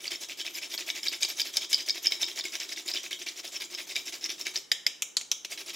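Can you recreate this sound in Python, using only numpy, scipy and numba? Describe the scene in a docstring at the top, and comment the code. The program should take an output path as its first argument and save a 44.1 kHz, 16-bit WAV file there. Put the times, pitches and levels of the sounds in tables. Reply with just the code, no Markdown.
"""A nutmeg rasped up and down a small steel grater over a glass bowl, with a pause for six knocks, one with a bounce.
Teeth catch as dense clicks, snags and crackle that ring in the damped sheet; shavings add clumped treble hiss.
Knocks are filtered blows plus decaying band noise. The bowl's air hums through a resonator as the hand rubs.
A hard kitchen answers by convolution with decaying noise, over rumble, faint room tone and microphone hiss."""
import sys
import numpy as np
from scipy import signal
from scipy.fft import rfft, irfft, next_fast_len
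from scipy.io import wavfile
from scipy.ndimage import uniform_filter1d
from numba import njit

SR = 44100
rng = np.random.default_rng(int(sys.argv[2]) if len(sys.argv) > 2 else 0)


def materialize(psi):
    """Save the field psi as 16-bit PCM at rate SR to the path in sys.argv[1].

    A 1-D psi becomes a single channel; in a 2-D psi each row is a channel.
    """
    bounded = np.clip(np.atleast_2d(psi).T, -1, 1)
    quanta = np.round(bounded * 32767).astype(np.int16)
    wavfile.write(sys.argv[1], SR, quanta)


N = 253883

# grating strokes: (start [s], direction, time to full force [ms], full force [dB])
STROKES = [(0, "back", 3.5, -48), (0.021, "down", 53, -31), (0.102, "back", 12, -27.5),
           (0.2, "down", 39, -35), (0.283, "back", 35, -38.5), (0.369, "down", 34, -33),
           (0.445, "back", 6.2, -33), (0.532, "down", 46, -32.5), (0.611, "back", 20, -33.5),
           (0.694, "down", 48.5, -27.5), (.774, "back", 20, -29), (0.86, "down", 32, -26),
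           (0.942, "back", 35, -29.5), (1.024, "down", 56, -29), (1.113, "back", 13, -31.5),
           (1.199, "down", 42, -21.5), (1.28, "back", 8.7, -30.5), (1.363, "down", 45, -24.5),
           (1.445, "back", 12, -33), (1.524, "down", 53, -28.5), (1.603, "back", 34, -32),
           (1.689, "down", 49, -22.5), (1.772, "back", 34, -34), (1.856, "down", 33, -30),
           (1.941, "back", 32, -36), (2.02, "down", 45, -28), (2.104, "back", 9, -29.5),
           (2.192, "down", 37, -26.5), (2.27, "back", 16, -33), (2.351, "down", 33, -28.5),
           (2.435, "back", 5.6, -32.5), (2.516, "down", 29, -28), (2.594, "back", 10, -30),
           (2.68, "down", 49, -34.5), (2.759, "back", 19, -32), (2.851, "down", 55, -31.5),
           (2.932, "back", 5.3, -26.5), (3.025, "down", 34, -36), (3.105, "back", 12, -36),
           (3.184, "down", 38, -36), (3.259, "back", 8.4, -32.5), (3.355, "down", 38, -37),
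           (3.43, "back", 22, -34.5), (3.511, "down", 57, -35.5), (3.598, "back", 19, -32.5),
           (3.698, "down", 47, -35), (3.77, "back", 23, -30.5), (3.868, "down", 53, -35),
           (3.947, "back", 8.5, -29), (4.049, "down", 36, -34), (4.12, "back", 16, -35),
           (4.207, "down", 49, -31.5), (4.285, "back", 15, -31.5), (4.377, "down", 35, -35.5),
           (4.45, "back", 8.5, -31.5), (4.535, "down", 28, -31), (5.495, "down", 32, -34),
           (5.574, "back", 31, -37), (5.658, "down", 43.4, -33.5), (5.729, "back", 18, -34.5)]
STROKE_MS, SHORTEST_FADE_MS = 54.5, 13.5   # touch to 15 dB faded, unless the shortest fade outlasts it


def hand():
    """Each stroke swells to full force, then eases as the hand slows towards the turn.
    Returns force and hiss (gains), brightness (dB) and number of the latest stroke."""
    force, hiss, bright, which = np.zeros(N), np.zeros(N), np.zeros(N), np.zeros(N, int)
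    for k, (start_s, way, rise_ms, full_db) in enumerate(STROKES):
        bite_db, bright_db, hiss_db = by_way(way, full_db)
        at = max(round(start_s * SR), 0)
        fade_ms = max(STROKE_MS - rise_ms, SHORTEST_FADE_MS)
        ms = 1000 * np.arange(min(N - at, SR // 4)) / SR
        span = slice(at, at + len(ms))
        swell_db = min(bite_db - full_db, 0) * np.clip(1 - ms / max(rise_ms, 1), 0, 1) ** 1.2
        easing_db = -15 * (np.maximum(ms - rise_ms, 0) / fade_ms) ** 1.6
        push = np.minimum(ms / 3, 1) * from_db(full_db + swell_db + easing_db)
        # hiss follows force less
        shave = np.minimum(ms / 9, 1) * from_db(hiss_db + 0.028 * swell_db + 0.24 * easing_db)
        force[span] = np.maximum(force[span], push)
        hiss[span] = np.maximum(hiss[span], shave)
        bright[at:], which[at:] = bright_db, k
    return force, hiss, bright, which


# direction: ((first bite [dB], brightness [dB], hiss [dB]) at usual force, (gain of each [dB per dB of force]))
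DIRECTIONS = {"down": ((-51, 7, -52), (0.0, 0.31, 0.5)), "back": ((-42, 3.5, -52.5), (-0.5, 1, 0.19))}
USUAL_FORCE_DB = -35


def by_way(way, full_db):
    """First bite, brightness and hiss (dB) depend on stroke direction and full force."""
    usual, gains = np.array(DIRECTIONS[way])
    return usual + gains * (full_db - USUAL_FORCE_DB)


# teeth that snag hard: (time [s], level [dB], favoured pitch [Hz], other modes [dB])
HARD_SNAGS = [(.0423, -26, 3060, -5), (.0540, -24, 2280, -9), (.0786, -16.5, 4670, -20),
              (.1175, -20, 3360, 2), (.3193, -22.5, 2770, -8), (.4045, -23, 3260, -5),
              (.4136, -23.5, 3470, 5), (.4643, -25.5, 3260, 8), (.4779, -19, 2570, -18),
              (.4842, -31, 3200, -4), (.5731, -34, 2280, 2), (.5850, -24, 2400, -2),
              (.6306, -24.5, 2410, -26), (.7387, -26.5, 3330, 13), (.7776, -16, 4470, -14),
              (.888, -17, 2240, -16), (.9009, -21.5, 3800, 10.5), (1.0311, -21, 5200, 1),
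              (1.0402, -27, 3130, 2), (1.0535, -25, 4830, -1), (1.0556, -25, 2300, -12),
              (1.0602, -21, 5600, -2), (1.0655, -19, 2260, 4), (1.0714, -19, 3800, 5),
              (1.0815, -24, 4720, -8), (1.0836, -10, 4790, -29), (1.0893, -24, 4870, -14),
              (1.1143, -28, 4900, -6), (1.1341, -18.5, 2150, -8), (1.2244, -15, 4870, 4),
              (1.2308, -14.5, 4870, 7.5), (1.236, -26, 3260, 8), (1.2494, -11.5, 4790, -23),
              (1.2792, -25, 4900, -6), (1.3008, -23, 4800, 3.5), (1.3872, -24, 5330, 5),
              (1.3969, -11, 5040, 3), (1.4034, -11.5, 5430, -2), (1.4165, -12.5, 4780, -13),
              (1.4711, -23, 5000, -6), (1.5382, -26, 3140, -3), (1.5622, -23, 5250, -6),
              (1.5694, -6.5, 5040, -0.5), (1.6105, -26, 5200, -6), (1.619, -25, 3340, 3),
              (1.6299, -26, 3300, -8), (1.7297, -7, 5070, 1), (1.7321, -18, 5030, -2),
              (1.7379, -17.5, 3240, -6), (1.7439, -4.5, 4850, -23), (1.7718, -29, 5170, -12),
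              (1.7875, -26, 3340, -11), (1.8071, -28, 4950, -2), (1.8866, -14, 5440, -1),
              (1.8951, -12, 4400, 3.5), (1.9045, -9, 5150, -25), (2.0462, -19, 5640, -6),
              (2.0579, -18, 5200, 10), (2.0691, -5, 5200, -34), (2.1204, -14, 5200, 5),
              (2.215, -18, 5400, -15), (2.221, -12, 5820, -20), (2.2268, -17, 5300, -9),
              (2.2302, -14, 3720, 1.5), (2.2420, -17, 5120, -5), (2.2643, -22, 5100, -23),
              (2.2797, -30, 3320, -2), (2.3143, -30, 3270, 1), (2.3599, -27, 6600, -1),
              (2.389, -16, 5530, -21), (2.3966, -20, 5300, -1), (2.409, -13.5, 4230, -13),
              (2.4395, -25, 5250, -9), (2.4532, -19, 2300, -5), (2.4698, -29, 3440, -6),
              (2.5216, -25, 5500, -11), (2.5531, -17.5, 5630, 2), (2.6007, -22, 5200, 2),
              (2.6914, -27.5, 5300, 4), (2.7222, -20.5, 5670, -15), (2.7317, -24, 5700, -4),
              (2.7611, -28.5, 3900, -6), (2.7831, -26, 5000, -6), (2.879, -18, 4140, 1),
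              (2.8857, -17, 4300, -2), (2.8935, -35, 5300, -4), (2.9035, -33, 5550, -12),
              (2.9157, -15.5, 4880, -14), (2.9376, -16, 5400, -6), (2.9415, -32, 5200, -16),
              (2.9556, -27, 3470, 9), (2.9646, -16.5, 3470, -16), (2.9715, -18, 3330, -9),
              (3.0325, -25, 5700, -7), (3.1099, -22, 2240, -7), (3.1155, -26, 3680, -12),
              (3.1292, -20, 3260, 1.5), (3.266, -21.5, 2300, -12), (3.2875, -19.5, 4330, -9),
              (3.4521, -31, 3260, 2), (3.4769, -25, 5460, -9), (3.5589, -24, 5690, -6),
              (3.5643, -21, 5600, -15), (3.6099, -32, 3900, 12), (3.6192, -22, 2200, 0),
              (3.7484, -23, 5250, 0), (3.7852, -26, 2280, -8), (3.8948, -32, 3750, -4),
              (3.9098, -27, 2300, -6), (3.9564, -23.5, 3740, 9.5), (3.963, -13.5, 2330, 3.5),
              (3.9855, -33, 3720, -4), (4.0711, -24, 5650, -4), (4.1245, -29.5, 2260, 6),
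              (4.2107, -29, 5500, -9), (4.2416, -13, 5600, -21), (4.2497, -19, 5770, -8),
              (4.2601, -19.5, 5200, -16), (4.2929, -21, 5550, 0), (4.3008, -21.5, 5770, 4),
              (4.4118, -17.5, 5600, -12), (4.4669, -13.5, 2150, -1.5), (4.5579, -17, 4520, 5.5),
              (4.5632, -11.5, 5600, -13.5), (4.5739, -18, 5320, -12), (5.5204, -23, 2300, -12),
              (5.5746, -32, 5550, 8.5), (5.6928, -30, 2300, -8), (5.7447, -37, 4400, -1)]
TICK_MS, TICK_DB, TICK_HZ = 4.8, -1, 5200   # first tooth of a stroke: delay, level over bite, pitch
SMALL_SNAGS, SMALL_SNAG_DB, SMALL_SNAG_TOP_DB = 240, 5.5, -20   # count, level over force, ceiling


def all_snags(force):
    """Hard snags, the first tooth of each stroke, and small random snags that follow the force."""
    ticks = []
    for start_s, way, rise_ms, full_db in STROKES:
        bite_db = by_way(way, full_db)[0]
        ticks.append((start_s + TICK_MS / 1000, bite_db + TICK_DB, TICK_HZ, -2.5))
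    when, size, pitch, breadth = rng.random((SMALL_SNAGS, 4)).T
    force_db = 20 * np.log10(force[(when * N).astype(int)] + 1e-6)
    level_db = np.minimum(force_db + SMALL_SNAG_DB, SMALL_SNAG_TOP_DB) - 6 * size
    small = np.transpose([when * (N - 1) / SR, level_db, 2250 * 2.6 ** pitch, 3 - 14 * breadth])
    return np.vstack([HARD_SNAGS, ticks, small])


# modes of the hand-damped steel sheet: (frequency [Hz], width [Hz], relative level [dB])
SHEET_MODES = [(1735, 160, -8), (2287, 64, 1.5), (2460, 740, -14), (3070, 86, 0.5), (3260, 145, -1),
               (3580, 92, 1), (3828, 81, 4.5), (4300, 380, -14), (4815, 127, -1), (5143, 100, 7),
               (5295, 140, -13), (5540, 200, 4.5), (5650, 750, -17), (6350, 800, -38), (6420, 160, -3.5),
               (6700, 740, -16)]
DETUNE, DETUNE_PER_S = 0.026, 12.8   # grip and nut bend the sheet: rms share of pitch, rate


def grater(force, bright, which, snags):
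    """Teeth catch at random on every damped mode; a snag favours the modes near its pitch."""
    teeth, out = grains(per_s=2000., spread_db=3.5), np.zeros(N)
    time_s, snag_db, pitch_hz, others_db = snags.T
    at = np.round(time_s * SR).astype(int)
    luck = rng.normal(0, 1, (len(at), len(SHEET_MODES)))
    path = rng.normal(0, 1, (len(STROKES), len(SHEET_MODES)))   # every stroke crosses other teeth
    ring_rms = np.sqrt(SR / (4 * np.pi * 200))   # 200 Hz wide ring driven by unit noise
    # hard pushes end in snags rather than even cutting
    steady = force / (1 + (force / from_db(-34.0)) ** 2) ** 1.06
    for k, (hz, width_hz, level_db) in enumerate(SHEET_MODES):
        lean = np.clip(np.log2(hz / 3500) / 0.5, -.5, .5)   # bright strokes favour upper modes
        # heavy-tailed, so few catches drive a mode hard
        grip = np.clip(rng.normal(0, 1, N) ** 2 * rng.normal(0, 1, N) / 2, -2.5, 2.5)
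        strength_db = level_db - 8.5 + lean * (bright - 5) + 1.8 * path[which, k]
        drive = teeth * grip * steady * from_db(strength_db) * width_hz / 200 / ring_rms
        far_db = others_db - 13.5 + .5 * level_db + 3 * luck[:, k]
        near_db = np.maximum(-60 * np.abs(np.log2(hz / pitch_hz)), far_db)
        drive[at] += from_db(snag_db - 5.0 + near_db) * (-1) ** k
        contact = band_pass(drive, 1, hz / 1.113, hz * 1.115)   # soft nut: no sharp click
        turn = 2 * np.pi * hz / SR * (1 + DETUNE * wander(DETUNE_PER_S))
        out += ring_moving(contact, turn, np.exp(-np.pi * width_hz / SR))
    return band_pass(out, 4, 1550, 8200)   # a small sheet radiates no bass


SNAP_RISE_MS, SNAP_MS = 0.4, 0.89   # time constants


def snaps(snags):
    """A tooth letting go starts each snag with a quickly damped sine at its own pitch."""
    out, t = np.zeros(N + 400), np.arange(400) / SR
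    for time_s, level_db, pitch_hz, others_db in snags:
        shape = (1 - np.exp(-1000 * t / SNAP_RISE_MS)) * np.exp(-1000 * t / SNAP_MS)
        snap = from_db(level_db) * shape * np.sin(2 * np.pi * pitch_hz * t)
        out[round(time_s * SR):][:len(t)] += snap
    return signal.sosfilt(signal.butter(3, 1500, "high", fs=SR, output="sos"), out[:N])


CRACKLE_PER_S, CRACKLE_DB, CRACKLE_CYCLES = 1600., -13, 13.1   # rate, output gain, ring length


def crackle(force, which):
    """Breaking fibres tick short and dry at scattered pitches, each stroke in its own colour."""
    ticks = grains(CRACKLE_PER_S, spread_db=3.0) * np.minimum(force, from_db(-35.0))
    pitches_hz = np.geomspace(2100, 6800, num=10)
    dealt = rng.integers(0, len(pitches_hz), size=N)
    path = rng.normal(0, 1, (len(STROKES), len(pitches_hz)))
    out = np.zeros(N)
    for k, hz in enumerate(pitches_hz):
        share = ticks * (dealt == k) * from_db(2.41 * path[which, k])
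        out += ring(share, hz, 2.73 * hz / CRACKLE_CYCLES)
    return from_db(CRACKLE_DB) * band_pass(out, 4, 1750, 7600)


# spectrum of the dry hiss of shaved nut: (frequency [Hz], relative density [dB per Hz])
DUST_SPECTRUM = [(3000, -27), (6000, 13.5), (7500, 10.5), (9500, 1), (11000, 4.5), (12500, -5.5),
                 (14300, -2), (15700, -6), (16200, -30)]
# high whistling modes: (frequency [Hz], width [Hz], level over hiss envelope [dB])
TREBLE_MODES = [(10400, 420, -14.5), (12970, 420, -13), (14000, 210, -17)]


def dust(hiss, snags):
    """Fine treble hiss clumps per band and whistles in the high modes; snags add short bursts."""
    burst = np.zeros(N)
    for time_s, level_db, pitch_hz, others_db in snags:
        burst[round(time_s * SR)] = from_db(level_db + min(others_db, 0) - 7.5)
    fall = np.exp(-1 / (0.0006 * SR))
    envelope = from_db(6.5) * hiss + signal.lfilter([1], [1, -fall], burst)
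    dry_hiss = shaving(envelope, DUST_SPECTRUM)
    edges_hz, out = np.geomspace(2500, 17500, 13), np.zeros(N)
    for low_hz, high_hz in zip(edges_hz, edges_hz[1:]):
        out += band_pass(dry_hiss, 2, low_hz, high_hz) * clumps(per_s=57.0, spread_db=2.5)
    for hz, width_hz, level_db in TREBLE_MODES:
        whistle = rms_one(ring(rng.standard_normal(N), hz, width_hz))
        out += from_db(level_db) * hiss * clumps(per_s=11.0, spread_db=6.5) * whistle
    return out


# spectrum of the dull scuff: (frequency [Hz], relative density [dB per Hz])
SCUFF_SPECTRUM = [(150, -35), (350, -12), (480, -8.5), (600, 1.5), (850, -7), (1050, -3), (1400, -6),
                  (2200, -8), (4000, 1), (8000, -11)]


def scuff(force):
    """Nut, fingers and frame rub dully, following a compressed force."""
    return shaving(from_db(-28.5) * force ** 0.55, SCUFF_SPECTRUM)


# nut on grater: (time [s], level [dB], then level in each rattle band, low to high [dB])
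KNOCKS = [(4.7161, -4, -43.5, -44.5, -20.5, -26.5, -17, -32, -12, -30, -26, -37, -35.5, -34, -40),
          (4.865, -4.5, -45, -42.5, -25, -19, -19.5, -34, -10, -26, -30, -36, -40, -34, -44),
          (5.021, -13, -39, -35, -21, -16.5, -16, -29, -18.5, -14, -16.5, -23, -25, -23, -31),
          (5.168, -9.5, -40.5, -36, -31.5, -26.5, -19, -12, -16, -20, -16.5, -24, -30, -40, -38),
          (5.2115, -30.5, -23.5, -29, -25, -11, -13, -9, -21, -10, -9, -22, -18, -27, -29),
          (5.3149, -10, -44, -36, -33, -23, -13, -24, -18.5, -14, -24, -29, -31, -31, -32),
          (5.4477, -17.5, -38, -40, -32, -20, -15.5, -19, -17, -18.5, -30, -30, -33, -36, -35)]
# rattle of the sheet: (low edge [Hz], high edge [Hz], time constant [s], extra level to the room [dB])
RATTLE_BANDS = [(334, 800, 0.0091, 0.5), (910, 1530, 0.008, 0), (1710, 2226, 0.0026, 0.5),
                (2140, 3150, 0.007, 2.5), (3070, 3860, 0.0049, 3), (3900, 4720, 0.0064, -1.5),
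                (4840, 5410, 0.0033, -2), (5600, 6440, 0.0054, 5.5), (6650, 7500, 0.0096, 5),
                (7400, 8900, 0.0054, 5), (9550, 11100, 0.0056, 2), (11700, 13200, 0.0077, -3),
                (13300, 15600, 0.006, 0.5)]
BLOW_DB, CONTACT_DB, CONTACT_MS, RATTLE_DB = 3.5, 3.5, 0.53, -2.5   # against band level; time constant
ROOM_EVENS, MIDDLE_DB = 0.19, -13.5   # room hears all sides: share by which bands draw to a middle level


def cracks():
    """A sharp blow and a brief contact crunch set the sheet rattling, each knock in its own colour.
    Returns what the microphone and what the walls receive."""
    out, t = np.zeros((2, N)), np.arange(SR // 10) / SR
    for time_s, knock_db, *bands_db in KNOCKS:
        for (low_hz, high_hz, decay_s, room_db), level_db in zip(RATTLE_BANDS, bands_db):
            shake = rms_one(band_pass(rng.standard_normal(len(t)), 3, low_hz, high_hz))
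            blow = band_pass((t == 0) + 1e-18, 3, low_hz, high_hz)
            rattle = from_db(RATTLE_DB) * np.exp(-t / decay_s)
            crunch = from_db(CONTACT_DB) * np.exp(-1000 * t / CONTACT_MS)
            dying = rattle + crunch
            # energy is set, detail is chance
            shake *= np.sqrt(np.sum(dying ** 2) / np.sum((shake * dying) ** 2))
            sound = shake * dying + from_db(BLOW_DB) * blow / np.abs(blow).max()
            # summed over all sides the band is evenly filled
            spread = blow * np.sqrt(np.sum(sound ** 2) / np.sum(blow ** 2))
            walls_db = level_db + room_db + ROOM_EVENS * (MIDDLE_DB - level_db)
            gains = from_db(knock_db + np.array([[level_db], [walls_db]]))
            out[:, round(time_s * SR):][:, :len(t)] += gains * np.array([sound, spread])
    return out


# hand bumps that ring the bowl: (time [s], relative level [dB])
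BUMPS = [(0.115, -45), (0.208, -49), (0.619, -56), (0.747, -44), (0.945, -50), (1.117, -47), (1.405, -48),
         (1.611, -48), (1.747, -57), (1.952, -54), (2.028, -62), (2.117, -42), (2.275, -47.5), (2.362, -50),
         (2.449, -43), (2.535, -58), (2.694, -51), (2.858, -46), (2.952, -44), (3.036, -56), (3.109, -54),
         (3.267, -49), (3.572, -51), (3.966, -47), (4.133, -47.5), (4.29, -43.5), (4.466, -44.5),
         (4.717, -63), (5.316, -55), (5.452, -52.5)]
BUMP_DB = 6   # added to every bump
BOWL_HZ, BOWL_WIDTH_HZ = 353.4, 57


def bowl(force):
    """The bowl's air resonates broadly: it hums under rubbing noise and rings at each bump."""
    slow = lag(force ** 0.27, 0.0069)
    noise = ring(rng.standard_normal(N), BOWL_HZ, BOWL_WIDTH_HZ)
    hum = rms_one(band_pass(noise, 2, 260, 450))
    bumps = np.zeros(N)
    for time_s, level_db in BUMPS:
        bumps[round(time_s * SR)] = from_db(level_db + BUMP_DB)
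    return from_db(-47.5) * slow * hum + band_pass(ring(bumps, BOWL_HZ, 69), 2, 260, 450)


def rumble(force, knocks):
    """The shaken worktop rumbles faintly and separately at each microphone port; knocks jolt it too."""
    jolt = from_db(1) * lag(np.abs(knocks), 0.024)
    lumps = clumps(per_s=4.0, spread_db=3.5)
    shaken = (force + jolt) ** .5 * lumps * rng.standard_normal((2, N))
    return from_db(-36.5) * band_pass(shaken, 2, 25, 170)


# rasp's filter towards the walls: (frequency [Hz], gain [dB])
TO_WALLS = [(300, -1.5), (1000, 6.5), (2300, 0), (3500, 5), (4400, 0.5), (5000, 1.5), (5700, 1), (7200, 9),
            (12000, -13.5), (15500, 2)]


def to_walls(rasp):
    """The grater radiates unevenly: the walls get another spectrum than the microphone."""
    return tint(rasp, TO_WALLS)


# reverberation: (frequency [Hz], 60 dB decay time [s])
ROOM_T60 = [(300, 0.13), (1500, 0.51), (3500, 0.38), (5300, 0.35), (7500, 0.36), (11000, 0.24),
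            (15500, 0.31)]


def kitchen(x):
    """Hard walls answer: noise dying band by band is convolved in, nearly alike at both ports."""
    t, edges_hz = np.arange(SR // 2) / SR, 200 * 2 ** np.arange(0, 6.6, .5)
    tail = np.zeros((2, len(t)))
    for low_hz, high_hz in zip(edges_hz, edges_hz[1:]):
        band = band_pass(rng.standard_normal(tail.shape), 2, low_hz, high_hz)
        tail += band * from_db(-60 * t / at_hz(ROOM_T60, np.sqrt(low_hz * high_hz)))
    # worktop and bowl answer first
    tail *= np.minimum(t / 0.0036, 1) * (1 + 6.7 * np.exp(-t / 0.0037))
    # an irregular room favours no pitch: even out broad bumps
    modes = rfft(tail, SR)
    broad_power = uniform_filter1d(np.abs(modes) ** 2, size=120)
    tail = irfft(modes / np.sqrt(broad_power), SR)[:, :len(t)]
    tail /= np.sqrt(np.sum(tail[0] ** 2))
    mid, side = signal.fftconvolve(x[None], tail, axes=1)[:, :N]
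    side = signal.sosfilt(signal.butter(3, 11500, fs=SR, output="sos"), from_db(-9.5) * side)
    return np.array([mid + side, mid - side])


# room tone spectrum: (frequency [Hz], relative density [dB per Hz])
ROOM_TONE_SPECTRUM = [(25, -13), (60, -14), (150, -1), (340, 6.5), (800, -1.5), (2500, -6), (8000, -19),
                      (15500, -47), (16200, -60)]


def room_tone():
    """Steady coloured noise, independent left and right, fills the room faintly."""
    return from_db(-61.5) * colour(rng.standard_normal((2, N)), ROOM_TONE_SPECTRUM)


# microphone hiss spectrum: (frequency [Hz], relative density [dB per Hz])
MIC_HISS_SPECTRUM = [(2000, -20), (5000, 8), (9000, 7), (15600, -5), (16200, -30)]


def mic_hiss():
    """Steady treble noise of the microphone, alike in both channels."""
    return from_db(-67) * colour(rng.standard_normal(N), MIC_HISS_SPECTRUM)


def shaving(envelope, spectrum):
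    """Dense, clumped grains under an envelope, coloured."""
    rough = envelope * grains(per_s=9000., spread_db=2.0) * clumps(per_s=82.0, spread_db=3.0)
    return colour(rough, spectrum) * np.sqrt(np.mean(rough ** 2))


def grains(per_s, spread_db):
    """Random clicks, most small and a few large; rms 1."""
    sizes = from_db(spread_db * np.minimum(rng.exponential(1, N), 4)) * rng.choice([-1, 1], N)
    return rms_one(sizes * (rng.random(N) < per_s / SR))


def clumps(per_s, spread_db):
    """Random gain that wanders about per_s times a second."""
    return from_db(spread_db * wander(per_s))


def wander(per_s):
    """Noise that wanders about per_s times a second; rms 1."""
    keep = np.exp(-2 * np.pi * per_s / SR)
    return rms_one(signal.lfilter([1], [1, -2 * keep, keep * keep], rng.standard_normal(N)))


def ring(clicks, hz, width_hz):
    """A unit click starts a decaying sine from height 1."""
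    r, w = np.exp(-np.pi * width_hz / SR), 2 * np.pi * hz / SR
    return signal.lfilter([0, np.sin(w)], [1, -2 * r * np.cos(w), r * r], clicks + 1e-18)


@njit
def ring_moving(clicks, turn, keep):
    """A ring whose pitch (radians per sample) moves."""
    out = np.zeros(len(clicks))
    for i in range(2, len(clicks)):
        fed_back = 2 * keep * np.cos(turn[i]) * out[i - 1] - keep * keep * out[i - 2]
        out[i] = fed_back + np.sin(turn[i]) * clicks[i - 1]
    return out


def band_pass(x, order, low_hz, high_hz):
    """Butterworth band-pass."""
    return signal.sosfilt(signal.butter(order, [low_hz, high_hz], "band", fs=SR, output="sos"), x)


def lag(x, time_s):
    """One-pole smoothing with a time constant."""
    keep = np.exp(-1 / (time_s * SR))
    return signal.lfilter([1 - keep], [1, -keep], x)


def tint(x, spectrum):
    """Filter by a table of gains."""
    size = next_fast_len(N)
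    gains = from_db(at_hz(spectrum, np.fft.rfftfreq(size, 1 / SR)))
    return irfft(rfft(x, size) * gains, size)[..., :N]


def colour(x, spectrum):
    """Filter by a table of gains; rms 1."""
    return rms_one(tint(x, spectrum))


def at_hz(points, hz):
    """Read a table along log frequency."""
    table = np.array(points)
    return np.interp(np.log(hz + 1), np.log(table[:, 0]), table[:, 1])


def rms_one(x):
    """Scale to unit rms."""
    return x / np.sqrt(np.mean(x ** 2) + 1e-20)


def from_db(db):
    """Decibels to gain."""
    return 10 ** (np.asarray(db) / 20)


def scene():
    """Rasp and knocks in the middle, hum a little left, then room, rumble, room tone and hiss."""
    force, hiss, bright, which = hand()
    snags = all_snags(force)
    rasp = grater(force, bright, which, snags) + snaps(snags) + crackle(force, which)
    rasp = rasp + dust(hiss, snags) + scuff(force)
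    knocks, knocks_at_walls = cracks()
    hum = bowl(force) * from_db([[1.8], [-1.8]])
    room = from_db(-10.0) * kitchen(to_walls(rasp) + knocks_at_walls)
    return rasp + knocks + hum + room + rumble(force, knocks) + room_tone() + mic_hiss()


CUTOFF_HZ = 16800


def record(dry):
    """A steep low-pass cuts the top."""
    return signal.sosfilt(signal.cheby2(12, 60, CUTOFF_HZ, fs=SR, output="sos"), dry)


dry = scene()
out = record(dry)
materialize(out)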